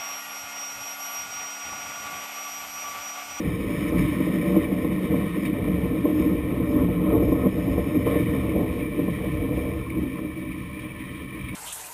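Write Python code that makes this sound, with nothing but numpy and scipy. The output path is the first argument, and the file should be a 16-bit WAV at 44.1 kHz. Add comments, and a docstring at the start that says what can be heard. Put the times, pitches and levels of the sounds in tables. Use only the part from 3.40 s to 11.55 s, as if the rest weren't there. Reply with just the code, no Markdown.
"""A steel haul cable runs over its sheaves in a concrete conduit under a street slot as a car rolls by.
The load rumbles and knocks in the conduit's low modes and dies away; the strands keep whining on the
steel, rough spots scrape, and a thin hum and faint hiss lie underneath.
A slow sample-and-hold mirrors the whole sound into the treble."""
import sys
import numpy as np
from scipy import signal
from scipy.fft import rfft, irfft
from scipy.io import wavfile
from scipy.ndimage import uniform_filter1d

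SR = 44100
rng = np.random.default_rng(int(sys.argv[2]) if len(sys.argv) > 2 else 0)


def materialize(psi):
    """Save the field psi as 16-bit PCM at rate SR to the path in sys.argv[1].

    A 1-D psi becomes a single channel; in a 2-D psi each row is a channel.
    """
    bounded = np.clip(np.atleast_2d(psi).T, -1, 1)
    quanta = np.round(bounded * 32767).astype(np.int16)
    wavfile.write(sys.argv[1], SR, quanta)


N = 359402

# steel modes at the cable's near contact: (pitch [Hz], width [Hz], level [dB])
NEAR_MODES = [(1527, 64, -14.5), (1791, 61, -4.5), (1867, 44, -0.5), (2042, 140, -6), (2140, 100, -8),
              (2290, 98, -2), (2520, 114, -10), (2790, 41, -14.5), (2998, 51, -8.5), (3300, 440, -19.5),
              (3685, 37, -9)]


def load_rumble():
    """The rolling load shakes the ground and sets rail, conduit and yokes throbbing partly in step."""
    # load on the track: (time [s], ground thrum [dB], rail drone [dB], conduit boom [dB],
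    # yoke clatter [dB])
    load_faders = [(0.0, -42, -32, -28.5, -36), (0.09, -28, -28, -30.5, -35.5),
                   (0.16, -33, -35, -31, -36.5), (0.48, -35.5, -29.5, -27.5, -34.5),
                   (0.57, -29, -26.5, -23.5, -30.5), (0.61, -22, -19, -23, -37),
                   (0.68, -31, -32, -26, -37.5), (0.86, -38.5, -27.5, -27, -35.5),
                   (1.09, -38, -24.5, -26.5, -33), (1.18, -30, -21.5, -17, -28.5),
                   (1.23, -32, -41, -27.5, -34), (1.29, -37.5, -29, -29.5, -32.5),
                   (1.52, -34, -27.5, -28.5, -33.5), (1.63, -41, -28.5, -30, -37.5),
                   (1.75, -29.5, -24.5, -24, -30), (1.93, -41, -31.5, -35, -40), (2.11, -39, -28, -25, -37),
                   (2.22, -28, -35, -32, -32), (2.29, -33.5, -20, -24, -34), (2.38, -29, -29.5, -32, -35),
                   (2.45, -31, -26, -26.5, -32.5), (2.63, -34, -32.5, -28, -38.5),
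                   (2.65, -35, -27, -14.5, -31), (2.7, -39, -31, -24, -32),
                   (2.77, -30.5, -31.5, -22, -34.5), (2.93, -31, -25.5, -20.5, -30.5),
                   (2.95, -30, -34, -25, -33), (3.04, -33, -36, -29.5, -33.5),
                   (3.22, -29, -26.5, -25, -33.5), (3.27, -31, -36, -28, -33.5),
                   (3.4, -27.5, -28.5, -17.5, -27.5), (3.49, -28.5, -24, -28, -35),
                   (3.65, -35, -26, -25.5, -33.5), (3.72, -26.5, -28, -19, -21),
                   (3.88, -24.5, -34, -24, -31.5), (4.08, -33.5, -29, -24, -28),
                   (4.11, -33.5, -29, -29.5, -33.5), (4.38, -25.5, -31.5, -25.5, -31),
                   (4.49, -36.5, -34, -28, -36), (4.58, -29.5, -27.5, -21, -31.5),
                   (4.65, -30, -33, -33, -33), (4.67, -27, -22, -20, -25), (4.72, -31.5, -35, -28.5, -27.5),
                   (4.86, -27, -28, -25, -33.5), (5.06, -29, -32, -29, -31.5), (5.13, -32, -32, -25, -34),
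                   (5.17, -30, -24, -24.5, -25), (5.36, -31.5, -38, -30.5, -36.5),
                   (5.56, -37.5, -37, -30.5, -37.5), (5.61, -34.5, -29, -23, -36),
                   (5.76, -32, -30, -35, -40), (5.81, -34, -37, -34.5, -28.5), (5.92, -30, -31, -28, -42),
                   (5.97, -27.5, -36, -31.5, -35), (6.11, -33, -34, -26.5, -36),
                   (6.13, -29, -33.5, -28.5, -30), (6.47, -33, -41, -37, -43),
                   (6.6, -33, -31, -23.5, -40.5), (6.72, -38.5, -43, -34.5, -45.5),
                   (6.81, -40, -33, -31, -41), (6.88, -39.5, -45, -33.5, -43), (7.03, -42, -38, -34, -47),
                   (7.17, -37.5, -44, -35.5, -50), (7.31, -42, -39, -43, -48),
                   (7.38, -40.5, -46, -39, -46.5), (7.9, -42.5, -44, -39.5, -51.5),
                   (7.97, -42, -51, -39, -49), (8.04, -33.5, -41, -41, -51), (8.15, -42, -40, -36, -44)]
    # modes of the four bodies: (pitch [Hz], width [Hz], level [dB])
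    ground_modes = [(51.4, 6.9, -1.5), (70, 12.4, 1.5), (98.4, 31, -4), (125, 21.3, -3)]
    rail_modes = [(165.7, 20, -9.5), (181.2, 13.4, 1), (192, 11, -4.5), (208.6, 17.5, -10.5)]
    conduit_modes = [(256.6, 19, -3), (280.6, 29.6, -5.5), (306.4, 15.1, 0), (324.4, 16.2, -5),
                     (352.5, 32, -15.5)]
    yoke_modes = [(420, 31, -5), (453.2, 19, -3), (477.7, 18.5, 0.5), (514, 46, -9.5), (584, 18.2, -2.5),
                  (621, 35, -15), (701, 46, -16.5), (782, 97, -28.5), (872, 28, -20.5)]
    ground_db, rail_db, conduit_db, yoke_db = in_time(load_faders)
    throb = from_db(2.38 * drift(20.2))
    return (from_db(ground_db) * rubbed(ground_modes, 1, flicker_db=0.5, steady=0.6)
            + from_db(rail_db) * rubbed(rail_modes, throb, flicker_db=-3.3, steady=0.99)
            + from_db(conduit_db) * rubbed(conduit_modes, throb, flicker_db=2.2, steady=0.72)
            + from_db(yoke_db) * rubbed(yoke_modes, throb, flicker_db=1.5, steady=0.43))


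def track_knocks():
    """Every blow through the track thuds; bright ones clank as well."""
    # blows: (time [s], relative level [dB], brightness [dB])
    blows = [(0.52, -15, -2), (0.597, -12.5, -6), (0.802, -5.5, -9), (0.867, -6, -7), (1.086, -21, -7),
             (1.158, -7, 1.5), (1.319, -6.5, -17), (1.444, -3.5, -2), (1.513, -13, 0), (1.737, -16.5, 10),
             (1.863, -12.5, -5), (1.973, -5.5, -17), (2.277, -7, 1), (2.455, -8, 0), (2.652, -7, 4),
             (2.83, -23, -6), (3.36, -17, 3), (3.672, -7.5, -6), (3.825, -3.5, -5), (3.919, -1, -1.5),
             (4.058, -5, 0.5), (4.279, -11, -6), (4.33, -12, -2), (4.375, -12.5, 7.5), (4.557, -5, -9),
             (4.667, -3.5, 2.5), (4.755, -5.5, 3), (4.798, -8, -3), (4.949, -7.5, -4), (5.168, -12, 4),
             (5.59, -7, -2), (5.678, -7.5, 0.5), (5.808, -21, -3), (6.086, -10, 0), (6.528, -13.5, -11),
             (6.784, -14, 1)]
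    # low and mid modes of the track: (pitch [Hz], width [Hz], level [dB])
    thud_modes = [(185, 39, -9), (292.5, 58, -2.5)]
    clank_modes = [(477, 35, 1), (589, 36, -3), (736, 65, -13.5), (1046, 57, -8)]
    times, level_db, bright_db = np.transpose(blows)
    thud = struck(thud_modes, times, level_db - 5, lowpass_hz=368)
    clank = struck(clank_modes, times, level_db + bright_db - 18, lowpass_hz=1210)
    return thud + clank


def strand_whine():
    """Twisted strands pass unevenly over two steel contacts; the friction pulses once per strand."""
    # strands on steel: (time [s], sheave ring [dB], whine [dB], squeal [dB])
    rub_faders = [(0.0, -46.5, -43, -67), (0.43, -43.5, -40, -59.5), (0.57, -40.5, -41.5, -64),
                  (0.59, -40, -39, -55), (0.66, -42.5, -39, -63), (1.09, -44.5, -41, -63),
                  (1.18, -38.5, -40.5, -65), (1.25, -46, -40, -69), (1.31, -47, -43.5, -67),
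                  (1.95, -42.5, -41.5, -73), (2.02, -49, -42, -62), (2.06, -42, -40, -65),
                  (2.11, -45.5, -42.5, -76), (2.72, -45, -44, -71), (2.74, -48, -45, -66),
                  (2.79, -40.5, -42, -60), (2.97, -47, -44, -74), (3.24, -43.5, -45, -78),
                  (3.31, -45, -43.5, -61), (3.4, -37, -43.5, -71), (3.47, -47.5, -45.5, -75),
                  (3.72, -38.5, -43.5, -75), (3.86, -45, -44.5, -64), (4.06, -40, -43.5, -70),
                  (4.11, -48.5, -44.5, -65), (4.63, -43.5, -43, -65), (4.65, -56, -43, -73),
                  (4.67, -35.5, -39, -67), (4.79, -42.5, -39, -67), (5.08, -44, -43, -71),
                  (5.54, -49, -43.5, -73), (5.65, -46.5, -44, -81), (5.74, -47.5, -41, -75),
                  (6.13, -45.5, -43.5, -74), (6.15, -47, -41.5, -66), (6.49, -46, -47, -75),
                  (6.74, -51.5, -44.5, -77), (6.79, -38, -42.5, -72), (6.81, -50.5, -46.5, -75),
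                  (7.67, -50, -44, -83), (8.15, -50, -43, -75)]
    # crossfade from the near to the far contact: (time [s], near share [0-1])
    crossfade = [(0, 0.55), (1.5, 0.8), (2.5, 0.46), (4.8, 0.6), (5.6, 0.14), (8.15, .05)]
    # modes of the rubbed steel: (pitch [Hz], width [Hz], level [dB])
    far_modes = [(1782, 38, -7), (1935, 210, -10.5), (2233, 30, -4), (2283, 50, -3), (2367, 43, -1.5),
                 (2479, 40, -9), (2600, 107, -14.5), (2962, 71, -16), (3087, 37, -14), (3234, 53, -15),
                 (3520, 71, -19.5), (3727, 98, -21.5), (3890, 61, -23)]
    sing_modes = [(2352, 16, 1.5), (2287, 32, -7)]
    sheave_modes = [(1056, 93, 1.5), (1258, 54, -4.5), (1382, 57, -14)]
    squeal_modes = [(4950, 50, -4), (5150, 120, -5), (5230, 50, -4.5), (5290, 70, -1.5)]
    sheave_db, whine_db, squeal_db = in_time(rub_faders)
    near_share = in_time(crossfade)[0]
    strands_per_s = 110 * (1 + 0.0538 * drift(14.5))
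    strands_passed = np.cumsum(strands_per_s) / SR
    friction = from_db(4.8 * np.cos(2 * np.pi * strands_passed) + 1.07 * drift(14.4))
    near = np.sqrt(near_share) * rubbed(NEAR_MODES, friction, flicker_db=1.0, steady=0.3)
    far = np.sqrt(1 - near_share) * rubbed(far_modes, friction, flicker_db=1.5, steady=0.23)
    # the far sheave sings, free of the strand pulse
    sing = (1 - near_share) * from_db(-7) * rubbed(sing_modes, 1, flicker_db=-0.5, steady=0.72)
    return (from_db(whine_db) * (near + far + sing + hiss())
            + from_db(sheave_db) * rubbed(sheave_modes, friction, flicker_db=-1.0, steady=0.5)
            + from_db(squeal_db) * rubbed(squeal_modes, friction, flicker_db=0.5, steady=0.4))


def cable_snags():
    """Rough spots scrape a contact: a light one rings mostly one mode, a broad one more of the steel."""
    # rough spots: (time [s], relative level [dB], decay [s], breadth [0-1])
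    rough_spots = [(0.4628, -22.5, 0.018, 0.35), (0.5706, -28, 0.02, 0.4), (0.581, -23.5, 0.02, 0.5),
                   (2.05, -20.5, 0.02, 0.45), (4.6674, -36, 0.016, 0.4), (4.76, -38, 0.018, 0.35),
                   (5.092, -26, 0.013, 0.2), (5.39, -26, 0.02, 0.2), (6.498, -23, 0.014, 0.2),
                   (7.115, -23.5, 0.017, 0.2), (7.39, -29, 0.029, 0.46), (8.084, -24.5, 0.018, 0.3)]
    # top modes that only snags reach: (pitch [Hz], width [Hz], level [dB])
    top_modes = [(4420, 370, -23.5), (5070, 220, -25)]
    t, noise = np.arange(N) / SR, rng.standard_normal(N)
    start, level_db, decay, breadth = np.transpose(rough_spots)[:, :, None]
    bursts = from_db(level_db - 8.5) * (t >= start) * np.exp(-np.maximum(t - start, 0) / decay)
    bursts = uniform_filter1d(bursts, size=250, axis=1)   # the grip takes a few ms to bite

    def all_steel(x):
        return sum(from_db(db) * resonate(x, hz, 0.98 * width) for hz, width, db in NEAR_MODES + top_modes)

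    def main_mode(x):
        return resonate(x, hz=2260, width=160)

    broad = all_steel((breadth * bursts).sum(axis=0) * noise)
    light = main_mode(((1 - breadth) * bursts).sum(axis=0) * noise)
    return broad / np.std(all_steel(noise)) + light / np.std(main_mode(noise))


def tick(at_s=0.494, hz=5850):
    """One short, bright tick: a sine under a bell-shaped envelope."""
    t = np.arange(N) / SR
    envelope = np.exp(-((t - at_s) / 0.002) ** 2)
    return from_db(-45) * envelope * np.sin(2 * np.pi * hz * t)


def cable_hum():
    """The running cable hums on thin wavering tones, whatever the load."""
    # hum tones: (pitch [Hz], width [Hz], level [dB])
    tones = [(134.8, 7, -47), (194.4, 6.3, -45), (266, 2.3, -57), (317.2, 8, -50), (592.4, 8, -61.5),
             (5450, 27, -76.5)]
    return sum(from_db(db) * rubbed([(hz, width, 0)], 1, flicker_db=2.8, steady=0.73)
               for hz, width, db in tones)


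def hiss():
    """A faint noise bed fills the gaps between the modes; its level is relative to the whine."""
    # noise colour: (frequency [Hz], relative level [dB])
    eq_curve = [(20, 14), (40, 16.5), (200, -14), (1500, -6), (3000, 2), (4200, -10), (5000, -12.5),
                (5800, -10.5), (5980, -21)]
    hz, db = np.transpose(eq_curve)
    bin_hz = np.maximum(np.fft.rfftfreq(N, 1 / SR), 1)
    eq = from_db(np.interp(np.log(bin_hz), np.log(hz), db, right=-60))
    level = from_db(-10.5 + 1.26 * drift(8))
    return level * rms_one(irfft(rfft(rng.standard_normal(N)) * eq, N))


def rubbed(modes, friction, flicker_db, steady):
    """Friction noise feeds each mode; the contact evens out the swings by `steady` (0-1); rms 1."""
    pre_roll = SR // 4
    friction = np.pad(friction * np.ones(N), (pre_roll, 0), "edge")
    rings = np.zeros(N)
    for hz, width, db in modes:
        level = from_db(db + flicker_db * drift(8.1))
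        drive = friction * rng.standard_normal(N + pre_roll)
        rings += level * resonate(drive, hz, width)[pre_roll:]
    power = uniform_filter1d(uniform_filter1d(rings ** 2, size=3000), size=3000)
    return rms_one(rings / (power + 1e-20) ** (steady / 2))


def struck(modes, times, level_db, lowpass_hz):
    """Soft blows, each striking every mode with a strength of its own."""
    onsets = np.round(times * SR).astype(int)
    scatter = rng.normal(0, 1.93, (len(onsets), len(modes)))
    rings = np.zeros(N)
    for (hz, width, db), scatter_db in zip(modes, scatter.T):
        clicks = np.zeros(N)
        clicks[onsets] = from_db(level_db + db + scatter_db) * SR / (4 * width)
        rings += resonate(clicks, hz, width)
    return signal.sosfilt(signal.butter(4, lowpass_hz, fs=SR, output="sos"), rings)


def resonate(x, hz, width):
    """A resonance applied twice: unity peak, steep skirts, a ring that swells before it dies."""
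    r = np.exp(-np.pi * 1.55 * width / SR)
    gain = (1 - r * r) / 2
    section = [gain, 0, -gain, 1, -2 * r * np.cos(2 * np.pi * hz / SR), r * r]
    return signal.sosfilt([section, section], x + 1e-18)


def drift(rate_hz):
    """Random modulation: noise through a double one-pole low-pass, rms 1."""
    hop, pre_roll = 40, 2000
    r = np.exp(-2 * np.pi * rate_hz * hop / SR)
    noise = rng.standard_normal(N // hop + pre_roll + 2)
    slow = signal.lfilter([1], [1, -2 * r, r * r], noise)[pre_roll:]
    return np.interp(np.arange(N) / hop, np.arange(len(slow)), rms_one(slow))


def in_time(rows):
    """Breakpoints to automation curves, one per column after the time."""
    times, *columns = np.transpose(rows)
    return [np.interp(np.arange(N) / SR, times, column) for column in columns]


def from_db(db):
    """Decibels to gain."""
    return 10 ** (np.asarray(db) / 20)


def rms_one(x):
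    """Normalise to rms 1."""
    return x / np.sqrt(np.mean(x ** 2) + 1e-20)


def scene():
    """Everything in the conduit, mixed to mono."""
    return (load_rumble() + cable_hum() + track_knocks() + strand_whine() + cable_snags() + tick())[None]


def record(dry):
    """Sampling at 12 kHz and holding for four steps at 48 kHz adds mirrored treble; the top is cut."""
    slow = signal.resample_poly(dry, 40, 147, axis=1, window=("kaiser", 3.0))
    held = np.repeat(slow, 4, axis=1)
    mirrored = signal.resample_poly(held, 147, 160, axis=1)[:, :N]   # back to SR
    high_cut = signal.ellip(14, 0.5, 70, 15330, fs=SR, output="sos")
    return signal.sosfilt(high_cut, mirrored)


dry = scene()
out = record(dry)
materialize(out)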